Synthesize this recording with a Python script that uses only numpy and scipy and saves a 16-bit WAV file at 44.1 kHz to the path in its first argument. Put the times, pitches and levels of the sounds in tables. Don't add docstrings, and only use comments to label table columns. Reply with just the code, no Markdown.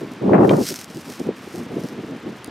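import sys
import numpy as np
from scipy import signal
from scipy.fft import rfft, irfft
from scipy.io import wavfile
from scipy.ndimage import uniform_filter1d

SR = 44100
rng = np.random.default_rng(int(sys.argv[2]) if len(sys.argv) > 2 else 0)


def wrap_up_sound(samples):
    columns = np.atleast_2d(samples).T
    tamed = np.clip(columns, -1, 1)
    steps = np.round(tamed * 32767).astype(np.int16)
    wavfile.write(sys.argv[1], SR, steps)


N = 110250
TIME = np.arange(N) / SR


def gain(db):
    return 10 ** (np.asarray(db) / 20)


def normalise(x):
    return x / np.sqrt(np.mean(x ** 2))


def envelope(points):
    return gain(np.interp(TIME, *np.array(points).T))


def colour(x, points):
    hz, db = np.array(points).T
    freqs = np.maximum(np.fft.rfftfreq(N, 1 / SR), 1)
    return irfft(rfft(x) * gain(np.interp(np.log(freqs), np.log(hz), db)), N)


def stereo_noise(tone, spread, width=1):
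    shared, side = rng.standard_normal((2, N))
    side = width * colour(side, spread)
    return normalise(colour(np.array([shared + side, shared - side]), tone))


def wander(rate_hz):
    span = max(int(SR / rate_hz), 1)
    return normalise(uniform_filter1d(uniform_filter1d(rng.standard_normal(N), span), span))


# (time [s], level [dB])
SWING_LEVEL = [(0.2, -51), (0.218, -20.5), (0.28, -16), (0.325, -12), (0.35, -12), (0.425, -7.5),
               (0.465, -10), (0.53, -7.5), (0.57, -14.5), (0.61, -12), (0.655, -32.5)]
# (time of peak [s], half length [s], level [dB])
PUFFS = [(0.029, 0.024, -25), (0.137, 0.067, -35.5), (0.706, 0.027, -26), (0.79, 0.0062, -35),
         (0.907, 0.0061, -31), (0.979, 0.026, -28), (1.094, 0.025, -30), (1.205, 0.01, -21.5),
         (1.28, 0.035, -23.5), (1.476, 0.0083, -29), (1.553, 0.011, -27), (1.597, 0.034, -28.5),
         (1.665, .012, -30.5), (1.712, 0.017, -28), (1.776, 0.044, -26), (1.851, 0.012, -23.5),
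         (1.936, 0.049, -34), (1.994, 0.016, -26), (2.04, 0.01, -30.5), (2.123, 0.05, -28.5),
         (2.285, 0.043, -27), (2.408, .01, -36.5), (2.483, 0.0037, -23.5)]
# (frequency [Hz], level [dB])
RUMBLE_TONE = [(25, -33), (50, -22), (80, -23), (125, -8.5), (200, -1.5), (300, -1.5), (420, -7.5),
               (600, -16.5), (900, -26), (1500, -41), (3000, -75)]
# (time [s], level [dB])
CHURN_LEVEL = [(0.2, -63), (0.28, -40), (0.33, -25), (0.345, -10), (0.39, -17), (0.44, -13.5),
               (0.47, -26.5), (0.515, -14), (0.6, -29.5), (0.67, -71)]
# (frequency [Hz], level [dB])
CHURN_TONE = [(100, -36), (300, -2), (550, 7), (800, 1.5), (1200, -7), (2000, -22), (2800, -29),
              (4000, -59), (6000, -53)]
# (frequency [Hz], side level against shared [dB])
WIND_SPREAD = [(40, -25), (75, -18), (125, -52.5), (200, -22), (300, -15.5), (450, -1.5), (700, -2.5),
               (1500, 1.5), (4000, -9)]
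BREEZE_DB, FULL_WIDTH_DB = -42.5, -20
FLUTTER_DB, FLUTTER_HZ, FLICKER_DB, FLICKER_HZ = 1.5, 106, 3, 200
LEAN_LEFT_DB = np.array([[1.75], [-1.75]])


def wind():
    swinging = (TIME > SWING_LEVEL[0][0]) * (TIME < SWING_LEVEL[-1][0])
    swing = swinging * envelope(SWING_LEVEL)
    puffs = sum(gain(db) * np.exp(-((TIME - at) / half) ** 2) for at, half, db in PUFFS)
    air = np.sqrt(swing ** 2 + puffs ** 2 + gain(BREEZE_DB) ** 2)
    width = np.minimum(air / gain(FULL_WIDTH_DB), 1)
    rumble = air * stereo_noise(RUMBLE_TONE, WIND_SPREAD, width)
    flicker = normalise(gain(FLICKER_DB * wander(FLICKER_HZ)))
    churn_gain = swinging * envelope(CHURN_LEVEL) * flicker * gain(LEAN_LEFT_DB)
    churn = churn_gain * stereo_noise(CHURN_TONE, WIND_SPREAD)
    flutter = normalise(gain(FLUTTER_DB * wander(FLUTTER_HZ)))
    return (rumble + churn) * flutter


# (time [s], level [dB])
RUB_LEVEL = [(0.0, -56), (0.38, -63.5), (0.45, -47), (0.57, -40.5), (0.685, -24.5), (0.725, -35),
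             (0.76, -35), (0.835, -39), (0.865, -53.5), (0.96, -43.5), (1.02, -47.5), (1.11, -43.5),
             (1.21, -49.5), (1.31, -64), (1.39, -52.5), (1.59, -47), (1.71, -59), (1.85, -47.5),
             (1.94, -56), (2.2, -60.5), (2.5, -60)]
# (frequency [Hz], level [dB])
CLOTH_TONE = [(1180, -7), (2000, -6), (3140, -6), (3650, -6), (5390, 0.5), (7510, -6), (8550, -5),
              (10800, -9.5), (12900, -8), (16000, -22.5)]
# (time [s], level [dB])
SNAPS = [(0.1364, -32), (0.4545, -28), (0.627, -23), (0.7417, -12), (0.76, -17.5), (0.781, -27),
         (0.789, -18), (0.794, -28), (0.8135, -19), (0.844, -19), (0.971, -26), (1.083, -28.5),
         (1.123, -29), (1.137, -22), (1.367, -33), (1.568, -33), (1.837, -30), (1.887, -27)]
GRAINS_PER_S, GRAIN_SPREAD_DB, SNAP_FADE_S = 1600, 3.5, 0.0009
HISS_DB, CRACKLE_DB = -3, -2.5


def clothing():
    tone = [(375, -40), (1500, -6)] + list(CLOTH_TONE)
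    grains = (rng.random(N) < GRAINS_PER_S / SR) * rng.standard_normal(N)
    grains *= gain(GRAIN_SPREAD_DB * np.minimum(rng.exponential(size=N), 4))
    crackle = normalise(colour(grains, tone))
    hiss, snap_noise = normalise(colour(rng.standard_normal((2, N)), tone))
    rubbing = envelope(RUB_LEVEL) * gain(2.2 * wander(90))
    rustle = rubbing * (gain(HISS_DB) * hiss + gain(CRACKLE_DB) * crackle)
    snaps = sum(gain(db) * (TIME >= at) * np.exp(-np.abs(TIME - at) / SNAP_FADE_S) for at, db in SNAPS)
    return rustle + snaps * snap_noise / 2


# (frequency [Hz], level [dB])
BACKGROUND_TONE = [(30, -15), (100, 6), (250, -2.5), (600, 0), (1200, 0), (2000, -3.5), (3200, -7.5),
                   (5000, -16), (8000, -26.5), (13000, -47), (16000, -50)]
# (frequency [Hz], side level against shared [dB])
BACKGROUND_SPREAD = [(100, -41), (300, -22), (700, -24.5), (1500, -17), (4000, -14), (12000, 4)]
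BACKGROUND_DB = -42


def background():
    return gain(BACKGROUND_DB + 0.2 * wander(12)) * stereo_noise(BACKGROUND_TONE, BACKGROUND_SPREAD)


# (time [s], level [dB], pitch [Hz])
SWIRLS = [(0.2397, -9, 405), (0.2955, -11, 860), (0.3335, -6, 507), (0.3343, -11, 1600), (0.345, -11, 1450),
          (0.355, -18.5, 1500), (0.381, -12.5, 1400), (0.39, -17, 1300), (0.4065, 2.5, 295),
          (0.489, 0, 353), (0.512, 1, 580), (1.205, -22.5, 296), (1.216, -13.5, 292), (1.2914, -6.5, 370),
          (1.478, -24, 342), (1.7706, -10.5, 315), (1.784, -15.5, 434)]
FULL_LEAN_HZ = 1000


def air_thumps():
    thumps = 0
    for at, db, hz in SWIRLS:
        cycles = (TIME - at) * hz
        lean_db = LEAN_LEFT_DB * min(hz / FULL_LEAN_HZ, 1) ** 2
        pulse = np.sin(2 * np.pi * cycles) * np.exp(-2 * cycles ** 2)
        thumps = thumps + gain(db + lean_db) * pulse
    return thumps


def taps(hits, notes, scrape_db, scrape_s):
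    t = np.arange(SR // 10) / SR
    track = np.zeros(N + SR)
    ring = sum(gain(db - 60 * t / fade_s) * np.sin(2 * np.pi * hz * t) for hz, db, fade_s in notes)
    for at, db in hits:
        scrape = gain(scrape_db) * rng.standard_normal(len(t)) * np.exp(-t / scrape_s)
        push = (t == 0) + scrape
        tap = signal.fftconvolve(push, ring)[:len(t)]
        start = int(at * SR)
        track[start:start + len(t)] += gain(db) * tap / np.abs(tap).max()
    return track[:N]


# (time [s], peak level [dB])
CASE_CLICKS = [(0.494, -6.5), (0.508, -22)]
# (pitch [Hz], level [dB], time to fade by 60 dB [s])
CASE_NOTES = [(2420, 4.5, 0.023), (2840, 1, 0.021), (3148, 9, 0.026), (3600, -2.5, 0.036),
              (3900, -16, .016), (6100, -9, .008), (8400, -24, .006)]


def camera_case():
    return taps(CASE_CLICKS, CASE_NOTES, scrape_db=-23.5, scrape_s=0.0012)


# (time [s], peak level [dB])
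TWIG_TICKS = [(2.445, -18.5), (2.4572, -52), (2.462, -33), (2.4745, -32), (2.4872, -43)]
# (pitch [Hz], level [dB], time to fade by 60 dB [s])
TWIG_NOTES = [(4830, -8.5, 0.011), (6900, -8, .004), (9060, -2, 0.0046), (9870, -6, 0.0058),
              (12700, -12, .006)]


def twigs():
    return taps(TWIG_TICKS, TWIG_NOTES, scrape_db=-16, scrape_s=0.00046)


def scene():
    clicks = camera_case() + twigs()
    return clicks + wind() + air_thumps() + clothing() + background()


LIMIT_DB, RECOVERY_DB_PER_S, CEILING = -8, 4, 0.92
LOW_CUT_HZ, HIGH_CUT_HZ = 82, 15700


def record(dry):
    power = uniform_filter1d(np.mean(dry ** 2, axis=0), SR // 80)
    level_db = 10 * np.log10(np.abs(power) + 1e-12)
    excess_db = np.maximum(level_db - LIMIT_DB, 0)
    recovery_db = RECOVERY_DB_PER_S * TIME
    turn_down_db = np.maximum.accumulate(excess_db + recovery_db) - recovery_db
    low_cut = signal.butter(2, LOW_CUT_HZ, "high", fs=SR, output="sos")
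    high_cut = signal.ellip(8, .2, 70, HIGH_CUT_HZ, fs=SR, output="sos")
    held = signal.sosfilt(low_cut, dry * gain(-turn_down_db))
    rounded = held / (1 + (held / CEILING) ** 8) ** (1 / 8)
    return signal.sosfilt(high_cut, rounded)


dry = scene()
out = record(dry)
wrap_up_sound(out)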